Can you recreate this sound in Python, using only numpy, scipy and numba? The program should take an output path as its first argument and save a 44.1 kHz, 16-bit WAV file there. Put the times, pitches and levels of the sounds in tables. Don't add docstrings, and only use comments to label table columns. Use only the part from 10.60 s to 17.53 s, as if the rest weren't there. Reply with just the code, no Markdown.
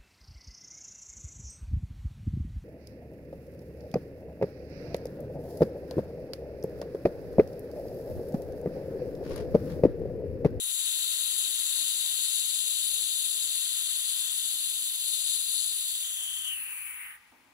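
import sys
import numpy as np
from scipy import signal
from scipy.fft import rfft, irfft, next_fast_len
from scipy.io import wavfile
from scipy.ndimage import uniform_filter1d
from numba import njit

SR = 44100
rng = np.random.default_rng(int(sys.argv[2]) if len(sys.argv) > 2 else 0)


def to_wav(s):
    ch = np.atleast_2d(s).T
    pcm = np.round(np.clip(ch, -1, 1) * 32767)
    wavfile.write(sys.argv[1], SR, pcm.astype(np.int16))


N = 305610
TIME_S = np.arange(N) / SR

# frequency in Hz, left level in dB, right level in dB, extra lead of the right port in radians,
# likeness of the ports (0 to 1). Levels only count against each other. All colour tables work this way.
RUSH_COLOUR = [(538, -6, -14, -.4, 0.54), (755, -11, -12, -1.3, 1), (973, -3.5, 0, -1.5, 1),
               (1320, 8, 0, -0.22, 0.47), (1993, 8, 12.5, -0.92, 0.31), (2560, -25, -11, -.8, 0.42),
               (3200, -36, -29, -0.83, .5)]
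SHOULDER_COLOUR = [(3470, -19, -3, 0.14, 1), (3880, -3.5, -11, -0.11, 1), (4180, -1, -10, 0.11, 1),
                   (4610, -5.5, -15, 0.68, 0.27), (4974, -12.5, -16, 1, .6), (5210, -20, -29, 0.58, 0.7),
                   (5700, -39, -39, .9, 0.7)]
MIDDLE_COLOUR = [(5000, -34, -34, 1.0, .95), (5450, -23, -24, .9, .95), (6200, -11, -18, .7, .8),
                 (6600, -4.5, -14, 1.8, .85), (7050, -1.5, -9.5, 3.3, .9), (7700, 0, -15, 4.6, .85),
                 (8000, -6, -18, 5.5, .9), (8400, -22, -30, 6.0, .9)]
DIP_COLOUR = [(7500, -20, -20, 4.3, .85), (7900, -3, -8, 5.2, .9), (8200, 0, -6, 5.8, .9),
              (8600, -2, -6, 6.3, .9), (9100, -4.5, -6, 6.9, .65), (9500, -20, -16, 7.0, .5)]
BRIGHT_COLOUR = [(8700, -36, -28, -2.3, .4), (9200, -19, -19, -2.1, .55), (9500, -6.5, -16.5, -1.6, .9),
                 (9950, 0, -14, -.4, .95), (10300, -3, -15, 1.1, .9), (10550, -7.5, -12, 1.5, .9),
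                 (10950, -26, -17, 1.8, .3), (11500, -36, -26, 1.8, .3)]
GAP_COLOUR = [(10600, -22, -14, -1.3, .4), (11050, -4, -1, -1.1, .75), (11600, 0, -1.5, -.5, .85),
              (12400, -1, -4, -.1, .95), (13000, -5.5, -6.5, -.3, .93), (13500, -12, -6, -1.1, .55),
              (14000, -20, -16, -.8, .6)]
TOP_COLOUR = [(12800, -28, -22, -1.0, .5), (13500, -19, -15, -1.0, .55), (13900, -7, -9.5, -.5, .85),
              (14300, 0, -6, .4, .92), (14900, -2.5, -1.5, .7, .95), (15250, -6, -4, .5, .92),
              (15700, -8, -7, -.3, .93), (16200, -9, -8, -.6, .93)]
# free level in dB, share of the opening, share of the shade, share of the seal, change in dB per second.
BAND_LEVELS = [(-41, 1.27, 0.76, 0.72, -0.29), (-61, 1, 0.27, 0.63, 0), (-44, 1.8, 1, 0.69, 0.5),
               (-38.5, 0.65, 0.93, 0.68, 0), (-48.5, 0.73, 1, 0.93, 0.5), (-35.5, 0.22, 0.87, 1.01, 0.5),
               (-45, 0.55, 0.011, 0.83, -0.28), (-46.5, .3, .1, 0.83, 0)]
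# time in seconds, change from its free level in dB.
RUSH_SWELL = [(0, 0.5), (1.4, 2), (2.0, -3), (2.6, -2.5), (3.2, 1.5), (3.7, 0.5), (3.95, -3.5), (5.3, -3.5),
              (6.93, -3.5)]
# time in seconds, shade in dB (scaled by each band's share).
HAND_SHADE = [(0, -0.5), (.7, -0.5), (.9, -1), (1.2, 0), (1.4, -0.5), (2.4, -0.5), (3.0, -1.5),
              (3.75, -1.5), (3.95, -2.5), (4.1, -2.5), (4.25, -3.5), (4.42, -4), (4.53, -0.5), (4.67, -1.5),
              (4.74, 0), (4.84, -2.5), (4.98, 0), (5.15, -3), (5.4, -4.5)]
# time in seconds, mouth resonance in Hz, leak past the seal in dB (scaled by each band's share).
CAP_PATH = [(0, 3760, 0.5), (2.4, 3754, 0), (3.3, 3690, 0), (3.7, 3600, -0.5), (3.95, 3730, 0),
            (4.4, 3710, 0), (4.95, 3770, -0.5), (5.25, 3760, 0), (5.44, 3530, 0.5), (5.62, 3340, 1),
            (5.81, 3300, 0.5), (5.88, 3110, 2.5), (6.0, 2610, -0.5), (6.28, 2290, 0), (6.46, 2050, -4.5),
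            (6.55, 1800, -11.5), (6.585, 1910, -25), (6.65, 2030, -29), (6.93, 2200, -38)]
# resonance in Hz, then dB for mouth, rush, shoulder, middle, dip, bright, gap and top,
# then dB added on the left and taken from the right.
CAP_EFFECT = [(2020, 2, 13.5, -40, -26, -15, -8.5, -25, -5.5, 0.5),
              (2300, -2, 9.5, -25, -20.5, -11, -8.5, -16, -3, 1.5),
              (2650, -1, 10, -18.5, -17, -8, -4.5, -9, -1, 0.5),
              (3110, 3, 7, -17.5, -7, -10, -6, -7, -4, 1.5),
              (3465, -1, 2, -6.5, 1, -11, -2.5, -2, -3.5, 0.5),
              (3627, 0, -0.5, -0.5, 0, 1, -0.5, 0, 0, 0.5)]
OPENING_S, OPENING_DB = 0.29, -4.5
LEFT_SHADE_SHARE = 0.42
MOUTH_WIDTH_HZ, WIDENS_HZ_PER_DB = 516, 38
NARROW_BELOW_HZ = 3450


def jet(flutter_db, own_db):
    opening_db = OPENING_DB * np.clip(1 - TIME_S / OPENING_S, 0, 1)
    shade_db, = in_time(HAND_SHADE)
    centre_hz, seal_db = in_time(CAP_PATH)
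    pitch_hz, *columns = np.transpose(CAP_EFFECT)
    *cap_db, tilt_db = [np.interp(centre_hz, pitch_hz, column) for column in columns]
    tilt_db = tilt_db + LEFT_SHADE_SHARE * shade_db

    uncovered = centre_hz > NARROW_BELOW_HZ
    width_hz = MOUTH_WIDTH_HZ - WIDENS_HZ_PER_DB * shade_db * uncovered
    rush = port_noise(RUSH_COLOUR) * from_db(in_time(RUSH_SWELL)[0])
    noises = [mouth(centre_hz, width_hz, skirt_db=-7.5), rush]
    for colour in (SHOULDER_COLOUR, MIDDLE_COLOUR, DIP_COLOUR, BRIGHT_COLOUR, GAP_COLOUR, TOP_COLOUR):
        noises.append(port_noise(colour))

    together_db = flutter_db * drift(42)
    hiss = 0
    for noise, effect_db, (free_db, opening, shade, seal, slope) in zip(noises, cap_db, BAND_LEVELS):
        level_db = free_db + slope * TIME_S + effect_db
        level_db = level_db + opening * opening_db + shade * shade_db + seal * seal_db
        own_flutter_db = own_db * drift(19.3)
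        hiss = hiss + noise * from_db(level_db + together_db + own_flutter_db)
    return hiss * from_db([tilt_db, -tilt_db])


# frequency in Hz, left dB, right dB, extra lead of the right port in radians, likeness (0 to 1).
MOUTH_COLOUR = [(1210, -15, 4.5, -0.96, 0.6), (2080, 0, -8, -2.35, 0.2), (2930, 9.5, 2.5, -0.26, 0.87),
                (3540, 0.5, -6, -0.66, 0.85), (4040, -3, -24, 0.04, 0.79), (6000, -16, -18, .3, 0.24)]


def mouth(centre_hz, width_hz, skirt_db):
    r = np.exp(-np.pi * np.clip(width_hz, 100, 3000) / SR)
    bend = 2 * r * np.cos(2 * np.pi * centre_hz / SR)
    once = np.array([gliding(port, r, bend) for port in port_noise(MOUTH_COLOUR)])
    twice = np.array([gliding(port, r, bend) for port in once])
    both = twice + from_db(skirt_db) * once
    power = uniform_filter1d(both.mean(axis=0) ** 2, SR // 4)
    return both / np.sqrt(power)


@njit
def gliding(x, r, bend):
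    y = np.zeros_like(x)
    for i in range(2, len(x)):
        driven = (1 - r[i] ** 2) / 2 * (x[i] - x[i - 2])
        y[i] = driven + bend[i] * y[i - 1] - r[i] ** 2 * y[i - 2]
    return y


def neighbours(x, echo_db, t60, first_s, moved, dull_hz):
    t = np.arange(SR // 12) / SR
    echoes = rng.standard_normal((2, 2, len(t))) * from_db(-60 * t / t60) * (t > first_s)
    echoes *= from_db(echo_db) / np.sqrt(np.sum(echoes ** 2, axis=2, keepdims=True))
    echoes = signal.lfilter(*signal.butter(1, dull_hz, fs=SR), echoes)
    here, there = signal.fftconvolve(x[None], echoes, axes=2)[:, :, :N]
    turn = np.linspace(0, moved, N)
    return x + np.cos(turn) * here + np.sin(turn) * there


# start in seconds, body level in dB, level of the knock on top in dB,
# both before the crest allowance is taken off and the impact is added.
THUD_TIMES = [(0.729, -61, -63), (0.839, -65, -67), (0.999, -68, -69), (1.179, -56, -59), (1.449, -70, -59),
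              (3.679, -68, -63.5), (3.926, -60.5, -67), (4.229, -62, -70), (5.619, -66, -64),
              (5.975, -66.5, -78), (6.72, -60, -58), (6.849, -75, -64)]
# frequency in Hz, left dB, right dB, extra lead of the right port in radians, likeness (0 to 1).
BODY_COLOUR = [(110, -24, -12, 0, .7), (200, -17, -9, 0, 0.82), (263, 3, -0.5, 0, 0.81),
               (332, -7, -1.5, 0, 0.99), (427, -11.5, -12.5, 0, 0.43), (638, -8.5, -12, 0, 1)]
KNOCK_ON_TOP_COLOUR = [(445, -20, -8, 0, 0.55), (820, 3, 4, 0, 0.7), (990, 0, 1, 0, 0.76),
                       (1300, -13, -12, 0, .6), (2500, -23, -22, 0, .5)]
BODY_T60_S, KNOCK_T60_S = 1.59, 0.97
IMPACT_DB, IMPACT_T60_S = 0.5, 0.095


def thuds(crest_db):
    body = knock = 0
    for start_s, body_db, knock_db in THUD_TIMES:
        since = (TIME_S - start_s).clip(0)
        started = TIME_S > start_s
        impact = from_db(IMPACT_DB - 60 * since / IMPACT_T60_S)
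        body_fade = from_db(-60 * since / BODY_T60_S) + impact
        knock_fade = from_db(-60 * since / KNOCK_T60_S) + impact
        body = body + from_db(body_db - crest_db) * body_fade * started
        knock = knock + from_db(knock_db - crest_db) * knock_fade * started
    return body * port_noise(BODY_COLOUR, lag_s=0) + knock * port_noise(KNOCK_ON_TOP_COLOUR, lag_s=0)


# time in seconds, level in dB before a slight waver.
HUM_LEVEL = [(0, -81), (1.2, -79.5), (1.9, -83), (3.6, -78), (4.4, -82.5), (5.9, -76), (6.93, -81)]
# frequency in Hz, left dB, right dB, extra lead of the right port in radians, likeness (0 to 1).
LOW_HUM_COLOUR = [(20, -22, -17, 0, .9), (45, -5, -15, 0, 0.99), (65, -13, -7.5, 0, 0.69),
                  (80.4, -1, 0, 0, 0.61), (102, -14.5, -10, 0, 0.98), (136.6, -13, -13.5, 0, 0.61)]


def hum():
    level_db = in_time(HUM_LEVEL)[0] + 0.8 * drift(2.5)
    return from_db(level_db) * port_noise(LOW_HUM_COLOUR, lag_s=0)


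# frequency in Hz, left dB, right dB, extra lead of the right port in radians, likeness (0 to 1).
ROOM_COLOUR = [(98, -6, -23, 0, 0.45), (140, -7, -7.5, 0, .45), (274, -10, -9.5, 0, 0.47),
               (630, -15.5, -14.5, 0, 0.33), (884, -4, -5.5, 0.0095, 0.88), (2200, -3.5, -13.5, 0, 0.4),
               (4760, -13.5, -15, 0.0043, 0.23), (10100, -17, -26, 0, 0.34), (13300, -34, -28, 0, 0.26),
               (14800, -24, -22, 0, .3), (16000, -20, -18, 0, .3)]


def room_air():
    return from_db(-66.5 + 0.51 * drift(2.6)) * port_noise(ROOM_COLOUR, lag_s=0)


def port_noise(colour, lag_s=7 / SR):
    size = next_fast_len(N)
    hz = np.arange(1, size // 2 + 2) * SR / size
    table = np.array(colour)
    columns = [np.interp(np.log(hz), np.log(table[:, 0]), column) for column in table.T[1:]]
    left_db, right_db, lead, alike = columns
    alike = np.clip(alike, 0, 1)
    common, own_left, own_right = rfft(rng.standard_normal((3, size)))
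    inside = (hz > table[0, 0]) & (hz < table[-1, 0])
    early = np.exp(1j * (2 * np.pi * hz * lag_s + lead))
    direct, diffuse = np.sqrt(alike), np.sqrt(1 - alike)
    left = from_db(left_db) * (direct * common + diffuse * own_left)
    right = from_db(right_db) * (direct * common * early + diffuse * own_right)
    return rms_one(irfft(np.array([left, right]) * inside, size)[:, :N])


def drift(rate):
    r = np.exp(-80 * np.pi * rate / SR)
    noise = rng.standard_normal(N // 40 + 2002)
    slow = signal.lfilter([1], [1, -2 * r, r * r], noise)[2000:]
    return np.interp(np.arange(N) / 40, np.arange(len(slow)), rms_one(slow))


def in_time(rows):
    s, *columns = np.transpose(rows)
    return [np.interp(TIME_S, s, column) for column in columns]


def from_db(db):
    return 10 ** (np.asarray(db) / 20)


def rms_one(x):
    return x / np.sqrt(np.mean(np.mean(np.atleast_2d(x), axis=0) ** 2))


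def scene():
    near = jet(flutter_db=0.5, own_db=0.67) + thuds(crest_db=11.0) + room_air()
    echoed = neighbours(near, echo_db=-9.0, t60=0.073, first_s=0.0027, moved=1.62, dull_hz=12000)
    return echoed + hum()


def record(dry):
    return signal.sosfilt(signal.ellip(12, .3, 70, 15720, fs=SR, output="sos"), dry)


dry = scene()
out = record(dry)
to_wav(out)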